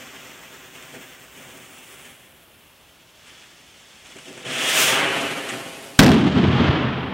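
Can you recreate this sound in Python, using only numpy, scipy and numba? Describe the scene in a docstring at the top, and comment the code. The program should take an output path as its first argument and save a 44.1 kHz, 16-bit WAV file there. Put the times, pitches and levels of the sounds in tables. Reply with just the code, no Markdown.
"""A firecracker stands on pavement in front of a wall: its fuse, band-split noise, sputters, spits and ticks.
The fuse sinks to a small flame, revives, then flares into a roaring jet that tips the tube over.
The charge explodes as a volley of pressure shocks with noisy cracks; the blast overloads the microphone and
the gain control ducks. Echoes roll back from far buildings and trees as surges of dark and clattering noise.
Faint outdoor air and microphone hiss lie underneath."""
import sys
import numpy as np
from scipy import signal
from scipy.fft import rfft, irfft, next_fast_len
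from scipy.io import wavfile
from scipy.ndimage import uniform_filter1d, map_coordinates
from numba import njit

SR = 44100
rng = np.random.default_rng(int(sys.argv[2]) if len(sys.argv) > 2 else 0)


def inscribe(sig):
    """Save sig as 16-bit PCM at rate SR to the path in sys.argv[1].

    A 1-D sig is mono; a 2-D sig holds one channel per row.
    Samples are clipped to [-1, 1] before scaling.
    """
    pcm = np.round(np.clip(np.atleast_2d(sig).T, -1, 1) * 32767)
    wavfile.write(sys.argv[1], SR, pcm.astype(np.int16))


N = 314513

# the shock and its reflections from nearby walls: (start_s, relative level_db, crack_t60_s)
SHOCKS = [(5.9919, 17.5, 0.036), (5.999, 13, 0.014), (6.005, 13.5, 0.016), (6.019, 7.5, 0.021),
          (6.034, 14.5, 0.03), (6.041, 8.5, .03), (6.064, 11, 0.023), (6.09, -1.5, 0.031),
          (6.117, -3.5, 0.026), (6.14, -6, 0.06)]
BLAST_S = SHOCKS[0][0]
# colour of the boom in the yard and in the echoes: (freq_hz, relative level_db per Hz)
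BOOM_COLOUR = [(40, -32.5), (110, -9), (155, -0.5), (175, -6.5), (195, 2.5), (215, -4), (250, 1.5),
               (330, -7), (430, -11.5), (520, -22.5), (900, -25), (3000, -74)]


def amp(db):
    """Decibels to gain."""
    return 10 ** (np.asarray(db) / 20)


def unit(x):
    """Scale to rms 1."""
    return x / np.sqrt(np.mean(x ** 2) + 1e-20)


def clock():
    """The time of every sample in seconds."""
    return np.arange(N) / SR


def gain_along(points, hz):
    """Gain of (freq_hz, level_db) points joined on a log frequency axis."""
    point_hz, db = np.transpose(points)
    return amp(np.interp(np.log(hz + 1), np.log(point_hz + 1), db))


def curves(rows):
    """One value per sample for each column after the time."""
    s, *columns = np.transpose(rows)
    return [np.interp(clock(), s, column) for column in columns]


def wobble(rate):
    """A smooth random curve, rate knots a second."""
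    knots = rng.standard_normal(int(N * rate / SR) + 4)
    return map_coordinates(knots, [clock() * rate])


def ramp(start_s, length_s):
    """A straight rise from 0 to 1 over length_s."""
    return np.clip((clock() - start_s) / length_s, 0, 1)


def fade(start_s, t60_s):
    """Silence until start_s, then an exponential decay from 1."""
    age = clock() - start_s
    return (age >= 0) * amp(-60 * np.abs(age) / t60_s)


def swell(peak_s, rise_db_per_s, fall_db_per_s):
    """A gain that climbs to 1 at peak_s and sinks again."""
    age = clock() - peak_s
    return amp(-np.abs(age * np.where(age < 0, rise_db_per_s, fall_db_per_s)))


def filtered(x, response):
    """x shaped by a response of frequency, with padding for its tail."""
    size = next_fast_len(N + SR // 2)
    spectrum = rfft(x, size) * response(np.fft.rfftfreq(size, 1 / SR))
    return irfft(spectrum, size)[..., :N]


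def noise(colour):
    """Coloured noise of rms 1."""
    return unit(filtered(rng.standard_normal(N), lambda hz: gain_along(colour, hz)))


def band(x, lo, hi):
    """One softly edged band of x, held near rms 1 over a quarter of a second."""
    y = filtered(x, lambda hz: 1 / (1 + (hz / hi) ** 10) - 1 / (1 + (hz / lo) ** 10))
    return y / np.sqrt(np.abs(uniform_filter1d(y ** 2, size=SR // 4)) + 1e-20)


def delayed(x, lag_rows):
    """x behind a moving lag, given as (time_s, lag_ms) rows."""
    lag_ms = curves(lag_rows)[0]
    return map_coordinates(x, [np.arange(N) - lag_ms * SR / 1000])


def widen(x, width):
    """Scattered sound, opposite in left and right, opens the stereo width frequency by frequency."""
    scatter = unit(rng.standard_normal(512)) / np.sqrt(512)  # unit energy
    scattered = signal.fftconvolve(x, scatter)[:N]
    side = filtered(scattered, lambda hz: gain_along(width, hz))
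    return np.array([x + side, x - side])


def background(air_db, hiss_db):
    """Faint outdoor air, and the microphone's own hiss, unrelated between the channels."""
    # colour of the outdoor air: (freq_hz, relative level_db per Hz)
    air_colour = [(15, -34), (25, -11), (55, 2), (174, 1.5), (247, -1), (351, -1.5), (460, -3.5),
                  (586, -1.5), (2190, -9.5), (2800, -5), (4800, -16), (11100, -20.5), (15700, -22)]
    hiss_colour = [(100, 6), (2000, -8), (6000, -6.0), (15000, 3)]
    hiss = np.array([noise(hiss_colour) for channel in range(2)])
    return amp(air_db) * noise(air_colour) + amp(hiss_db) * hiss


def band_levels(strength_db, usual_db, before, after, change):
    """Roar, rush, hiss and fizz (dB) as a flame passes between two states; its strength drives the rush."""
    # moments when the fire sizzles brighter: (peak_s, gain_db, rise_db_per_s, fall_db_per_s)
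    sizzle_rows = [(1.9, 5.5, 21, 28), (4.22, 3.5, 92, 90), (4.801, 10, 114, 73)]
    # share of that gain, one number (0 to 1) each for roar, rush, hiss, fizz
    sizzle_share = (0.023, 0.14, 0.7, 1)

    def follow_strength(state):
        return np.array([db + growth * (strength_db - usual_db) for db, growth in state])

    roar, hiss, fizz = (1 - change) * follow_strength(before) + change * follow_strength(after)
    sizzle_db = sum(db * swell(s, rise, fall) for s, db, rise, fall in sizzle_rows)
    return np.array([roar, strength_db, hiss, fizz]) + np.outer(sizzle_share, sizzle_db)


def flame(gas, levels, flutter_db, sputter_db):
    """Turbulent gas: the whole flame flutters, and grains of powder make its upper bands sputter."""
    # edges of roar, rush, hiss and fizz: edge_hz
    edges_hz = [10, 900, 4200, 11000, 24000]
    flutter = flutter_db * wobble(45)
    sputter = sputter_db * wobble(700)
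    total = 0
    for level_db, lo, hi in zip(levels, edges_hz, edges_hz[1:]):
        motion_db = flutter + (lo > edges_hz[0]) * sputter
        total += amp(level_db) * unit(band(gas, lo, hi) * amp(motion_db))
    return total


def sparks(hiss_db, rate, level_db):
    """Tiny snaps of flying sparks, rate a second on average, following the fuse's hiss."""
    colour = [(400, -27), (2500, 14), (8000, -12), (15000, -10)]
    snaps = (rng.random(N) < rate / SR) * rng.exponential(size=N)
    snaps = filtered(snaps, lambda hz: gain_along(colour, hz))
    return amp(hiss_db + level_db) * unit(snaps)


def fuse(cap_reflection, enter_s, enter_length_s):
    """The cap's echo notches the hiss, climbing as the fuse shortens; inside the tube the fizz is muffled."""
    # colour of the fuse: (freq_hz, relative level_db per Hz)
    fuse_colour = [(30, -20), (70, -13), (150, -1), (300, 1), (600, -2.5), (950, -5), (1700, -1), (3400, 3),
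                   (3900, -7.5), (4600, -10.5), (5700, -9), (8200, -10.5), (11300, -13), (14500, -10)]
    # lag of the echo off the tube's cap, shrinking as the fire burns down: (time_s, lag_ms)
    cap_lag = [(0, 0.15), (1.4, 0.13), (1.95, 0.11), (2.5, 0.09), (3.0, .062), (3.4, 0.05), (4.43, 0.027)]
    # how fiercely the fuse burns: (time_s, strength_db)
    burn_rows = [(0.0, -43), (0.73, -48), (0.78, -45.5), (1.33, -50.5), (1.37, -47), (1.87, -50),
                 (2.05, -48.5), (2.41, -61.5), (3.11, -62), (3.28, -50), (3.59, -54.5), (4.02, -53),
                 (4.06, -47.5), (4.24, -49.5), (4.43, -44)]
    # roar, hiss and fizz against strength: (level_db at usual strength, growth_db per dB)
    in_open = [(-49.5, 1.03), (-50.5, 1.0), (-55, 0.2)]
    in_tube = [(-49.5, 2), (-50, 0.64), (-72, 0.2)]
    small_flame_db = -61.5  # what stays when the fuse sinks
    gas = noise(fuse_colour)
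    gas = gas + cap_reflection * delayed(gas, cap_lag)
    burn_db = 20 * np.log10(np.hypot(amp(curves(burn_rows)[0]), amp(small_flame_db)))
    inside = ramp(enter_s, enter_length_s)
    levels = band_levels(burn_db, -45, in_open, in_tube, inside)  # usual strength -45 dB
    return flame(gas, levels, flutter_db=0.9, sputter_db=1.04) + sparks(levels[2], rate=140, level_db=-21.5)


def spits(hiss_trim_db, puff_trim_db, attack_share):
    """Pockets of powder catch at once: a short hiss on a low puff."""
    # spits of burning powder, levels before trim: (start_s, hiss_db, puff_db, t60_s)
    spit_rows = [(0.752, -25, -41, 0.15), (0.82, -31, -38, .14), (0.925, -26, -28, 0.31),
                 (1.33, -41, -38.5, 1.44), (2.047, -26.5, -53, 0.12), (3.255, -31, -52, .35),
                 (3.43, -31, -55, 0.12), (4.1, -29, -49, .14), (4.152, -32, -31.5, .16),
                 (4.182, -25, -47, 0.1), (4.25, -31.5, -30.5, 0.6), (4.37, -26, -36, 0.13),
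                 (4.44, -25, -25.5, .4), (5.152, -32, -22, 0.1), (5.205, -12, -23.5, 0.099),
                 (5.482, -9.5, -33.5, 0.18), (5.515, -28, -22, 0.29), (5.654, -25, -25, .14)]
    hiss = noise([(300, -25), (1500, 6), (3200, 6.5), (4400, -8.0), (8500, 0), (11000, -16.5), (15700, -32)])
    puff = noise([(50, -26), (120, 3.5), (300, 7.5), (650, -0.5), (1200, -16), (5000, -47.5)])
    total = 0
    for s, hiss_db, puff_db, t60 in spit_rows:
        envelope = ramp(s, attack_share * t60) * fade(s, t60)
        total += envelope * (amp(hiss_db + hiss_trim_db) * hiss + amp(puff_db + puff_trim_db) * puff)
    return total


def pops(trim_db, t60_s):
    """Single grains of powder burst with a dry tick."""
    # grains that pop sharply, levels before trim: (start_s, level_db)
    pop_rows = [(0.8254, -29), (1.4104, -40), (1.428, -41), (1.448, -35), (4.0686, -30), (4.167, -26),
                (4.1867, -27), (4.329, -27), (4.376, -32), (4.3982, -34)]
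    tick = noise([(300, -16), (2500, 9), (4400, -14), (7500, 6), (10000, -17), (15000, -28.5)])
    return tick * sum(amp(db + trim_db) * fade(s, t60_s) for s, db in pop_rows)


def wall(x, reflection):
    """The wall's delayed echo combs the sound; its comb shifts upward as the tube falls, then settles."""
    # lag of the wall's echo, shorter once the tube tips over: (time_s, lag_ms)
    wall_lag = [(0, 7.75), (4.85, 7.71), (5.0, 7.45), (5.1, 7.17), (5.3, 7.38), (5.5, 7.46), (6, 7.46)]
    wall_colour = [(100, -4), (1000, -0.5), (3000, 1.0), (6000, -8.0), (14000, -15)]
    echo = filtered(x, lambda hz: gain_along(wall_colour, hz))
    return (x + reflection * delayed(echo, wall_lag)) / np.sqrt(1 + reflection ** 2)


def thrust(start_s):
    """Strength of the jet in dB: it builds, holds, and sinks steadily as the powder is spent."""
    attack_s, hold_s = 0.41, 0.14
    peak_db, sag_db_per_s = -20, 28
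    built = np.maximum(ramp(start_s, attack_s), 0.01) ** 0.7  # steep at first, then easing
    spent_s = np.maximum(clock() - start_s - attack_s - hold_s, 0)
    return peak_db + 20 * np.log10(built) - sag_db_per_s * spent_s


def jet(start_s, fall_s, fall_length_s):
    """The jet brightens with its thrust, then dulls as that thrust tips the tube over."""
    # colour upright, and with the tube on its side: (freq_hz, relative level_db per Hz)
    upright_colour = [(40, -32), (125, -1), (300, 6), (660, 7), (950, -7), (1600, -3), (2750, -0.5),
                      (3450, -1), (3850, -9), (4600, -11), (5700, -7), (9300, -10), (10700, -17.5),
                      (15700, -21)]
    fallen_colour = [(40, -27), (130, -0.5), (300, 4.5), (660, 4), (950, -1.5), (1600, -0.5), (3000, -0.5),
                     (3800, -10.5), (5000, -17), (9000, -18.5), (12500, -30), (15700, -43)]
    # roar, hiss and fizz against strength: (level_db at usual strength, growth_db per dB)
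    upright_law = [(-33, 0.67), (-32.5, 1.13), (-44, 2)]
    fallen_law = [(-28, 0.76), (-37.5, 0.51), (-48.5, 0.3)]
    fallen = ramp(fall_s, fall_length_s)
    tilt = np.pi / 2 * fallen  # equal-power crossfade of the two colours
    gas = np.cos(tilt) * noise(upright_colour) + np.sin(tilt) * noise(fallen_colour)
    levels = band_levels(thrust(start_s), -25, upright_law, fallen_law, fallen)  # usual strength -25 dB
    return flame(gas, levels, flutter_db=0.84, sputter_db=1.0)


def burning():
    """The fuse hands over to the jet, which burns until the charge goes off."""
    # width of the fuse's hiss: (freq_hz, side_minus_mid_db)
    fuse_width = [(60, -3), (110, -31), (200, -43), (380, -43), (700, -36), (1290, -48), (2380, -77),
                  (4400, -11), (8120, -14), (15000, -2.5)]
    jet_start_s = 4.4274
    flared = ramp(jet_start_s, 0.024)
    small = (1 - flared) * fuse(cap_reflection=0.39, enter_s=2.4, enter_length_s=1.0)
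    small += pops(trim_db=-7, t60_s=0.011)
    large = flared * jet(jet_start_s, fall_s=4.85, fall_length_s=0.21)
    large += spits(hiss_trim_db=-14, puff_trim_db=-6.0, attack_share=0.062)
    both = widen(wall(small, reflection=0.57), fuse_width) + wall(large, reflection=0.62)
    return both * (clock() < BLAST_S)


def blast(push_s, crack_db, boom_db, boom_t60_s, burst_db):
    """The tube bursts; each shock is a pressure jump, a longer suction and a crack; the yard booms after."""
    crack = noise([(200, 2.5), (1000, 4.5), (2500, 7), (4000, -6), (7000, -14), (15000, -36)])
    tearing = ramp(BLAST_S - 0.0038, 0.0038) * (clock() < BLAST_S)  # swells just before the shock
    rip = noise([(500, -2.5), (9000, -2), (12000, -17), (15000, -36)])
    pressure = amp(burst_db) * tearing ** 2 * (0.6 + rip)  # 0.6 is a steady push under the rip
    pressure += amp(boom_db) * fade(BLAST_S, boom_t60_s) * noise(BOOM_COLOUR)
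    for s, db, t60 in SHOCKS:
        u = np.maximum(clock() - s, 0) / push_s
        push = (u > 0) * (1 - u) * np.exp(-u)
        pressure += amp(db) * (push + amp(crack_db) * fade(s, t60) * crack)
    return pressure


def echo_gains():
    """Boom, rumble, clatter: the yard dies away, the trees answer late, each building adds a surge."""
    # distinct echoes off far buildings, relative levels: (peak_s, boom_db, rumble_db)
    building_rows = [(6.1, 4, -10), (6.272, -3, -30), (6.378, -2, -12), (6.441, -3, -18), (6.49, -11, -9.5),
                     (6.55, -10, -8), (6.61, -9, -8.5), (6.7, -26, -7.5), (6.86, -32, -20)]
    # diffuse roll of the yard and of the far trees, relative levels: boom_db, rumble_db, clatter_db
    yard_levels = (0.5, 4, -0.5)
    tree_levels = (-15, -20, -16.5)
    # decay of the yard: boom_t60_s, rumble_t60_s, clatter_t60_s
    yard_decays = (0.8, 0.39, 0.63)
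    clatter_db = -16.5  # a building's clatter against its boom
    trees = swell(6.675, rise_db_per_s=21.5, fall_db_per_s=36)
    power = np.array([(amp(yard_db) * fade(BLAST_S, t60)) ** 2 + (amp(trees_db) * trees) ** 2
                      for yard_db, t60, trees_db in zip(yard_levels, yard_decays, tree_levels)])
    for s, boom_db, rumble_db in building_rows:
        surge = swell(s, rise_db_per_s=450, fall_db_per_s=398)
        power += np.outer(amp([boom_db, rumble_db, boom_db + clatter_db]), surge) ** 2
    return np.sqrt(power)


def echoes(air_loss_db, patchy_db, boom_trim_db, rumble_trim_db, clatter_trim_db):
    """Countless far reflections; the longer their path, the more treble the air has taken."""
    # colours of the echoes: (freq_hz, relative level_db per Hz)
    rumble_colour = [(20, -34), (42, -34), (58, -15.5), (70, -12), (84, 3.5), (103, -14.5), (125, 1.5),
                     (170, -6), (400, -74)]
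    clatter_colour = [(150, -9), (450, 0.5), (700, 0.5), (1100, 0), (1500, -1.5), (2300, -4), (3200, -1.5),
                      (4000, -9), (5500, -15.5), (9000, -21.5), (15000, -26)]
    boom_gain, rumble_gain, clatter_gain = echo_gains()
    patchy = noise(clatter_colour) * amp(patchy_db * wobble(90))
    hz, t, frames = signal.stft(patchy, SR, nperseg=512)
    # air_loss_db is the loss at 10 kHz for each second of travel
    loss_db = air_loss_db * np.outer((hz / 10000) ** 2, np.maximum(t - BLAST_S, 0))
    clatter = signal.istft(frames * amp(-loss_db), SR, nperseg=512)[1][:N]
    total = amp(boom_trim_db) * boom_gain * noise(BOOM_COLOUR)
    total += amp(rumble_trim_db) * rumble_gain * noise(rumble_colour)
    total += amp(clatter_trim_db) * clatter_gain * clatter
    return (clock() > BLAST_S) * total


def scene():
    """Fuse, jet, bang and echoes over a quiet outdoor background."""
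    # width of the bang: (freq_hz, side_minus_mid_db)
    bang_width = [(100, -75), (3000, -69), (4500, -50), (9000, -20.5), (15000, -9.5)]
    bang = blast(push_s=0.0014, crack_db=-5.5, boom_db=16.0, boom_t60_s=0.51, burst_db=-12)
    bang += echoes(air_loss_db=53, patchy_db=0.94, boom_trim_db=-1.5, rumble_trim_db=-0.5, clatter_trim_db=0.5)
    bang_master_db = 5  # lifts blast and echoes together
    quiet = background(air_db=-54.5, hiss_db=-64.0)
    return burning() + amp(bang_master_db) * widen(bang, bang_width) + quiet


@njit
def follow(size, attack, release):
    """An envelope that rises quickly and sinks slowly (times in samples)."""
    out, level = np.zeros(len(size)), 0.0
    for i in range(len(size)):
        level += (size[i] - level) / (attack if size[i] > level else release)
        out[i] = level
    return out


def overload(x, top, hardness):
    """Flatten everything beyond top; a greater hardness makes a sharper knee."""
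    return x / (1 + np.abs(x / top) ** hardness) ** (1 / hardness)


def smear(x, flattening, share_db, t60_s):
    """Where the sound is flattened, a short burst of bright noise follows it, roughening the edges."""
    # width of the added bright noise: (freq_hz, side_minus_mid_db)
    smear_width = [(2500, -42), (4800, -4), (15000, 1)]
    t = np.arange(SR // 20) / SR
    tail = rng.standard_normal(len(t)) * amp(-60 * t / t60_s)
    burst = signal.fftconvolve((x * flattening).mean(axis=0), tail / np.linalg.norm(tail))[:N]
    bright = filtered(burst, lambda hz: hz / (hz + 1500))
    return x + amp(share_db) * widen(bright, smear_width)


def record(dry):
    """The microphone overloads, the gain control ducks a moment late, and the converter clips the rest."""
    flattened = overload(dry, top=1.47, hardness=4.1)
    level = follow(np.abs(flattened).max(axis=0), 0.006 * SR, .55 * SR)
    flattening = np.clip(uniform_filter1d(np.abs(dry - flattened), size=SR // 50), 0, 1)
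    ducked = flattened / np.maximum(1, level / .35)  # ducks only above 0.35
    rough = smear(ducked, flattening, share_db=-10, t60_s=0.02)
    coupled = filtered(rough, lambda hz: 1j * hz / (22 + 1j * hz))  # a coupling capacitor tilts the flat tops
    clipped = overload(coupled, top=0.99, hardness=5.7)
    return filtered(clipped, lambda hz: hz < 15800)  # nothing above 15.8 kHz


dry = scene()
out = record(dry)
inscribe(out)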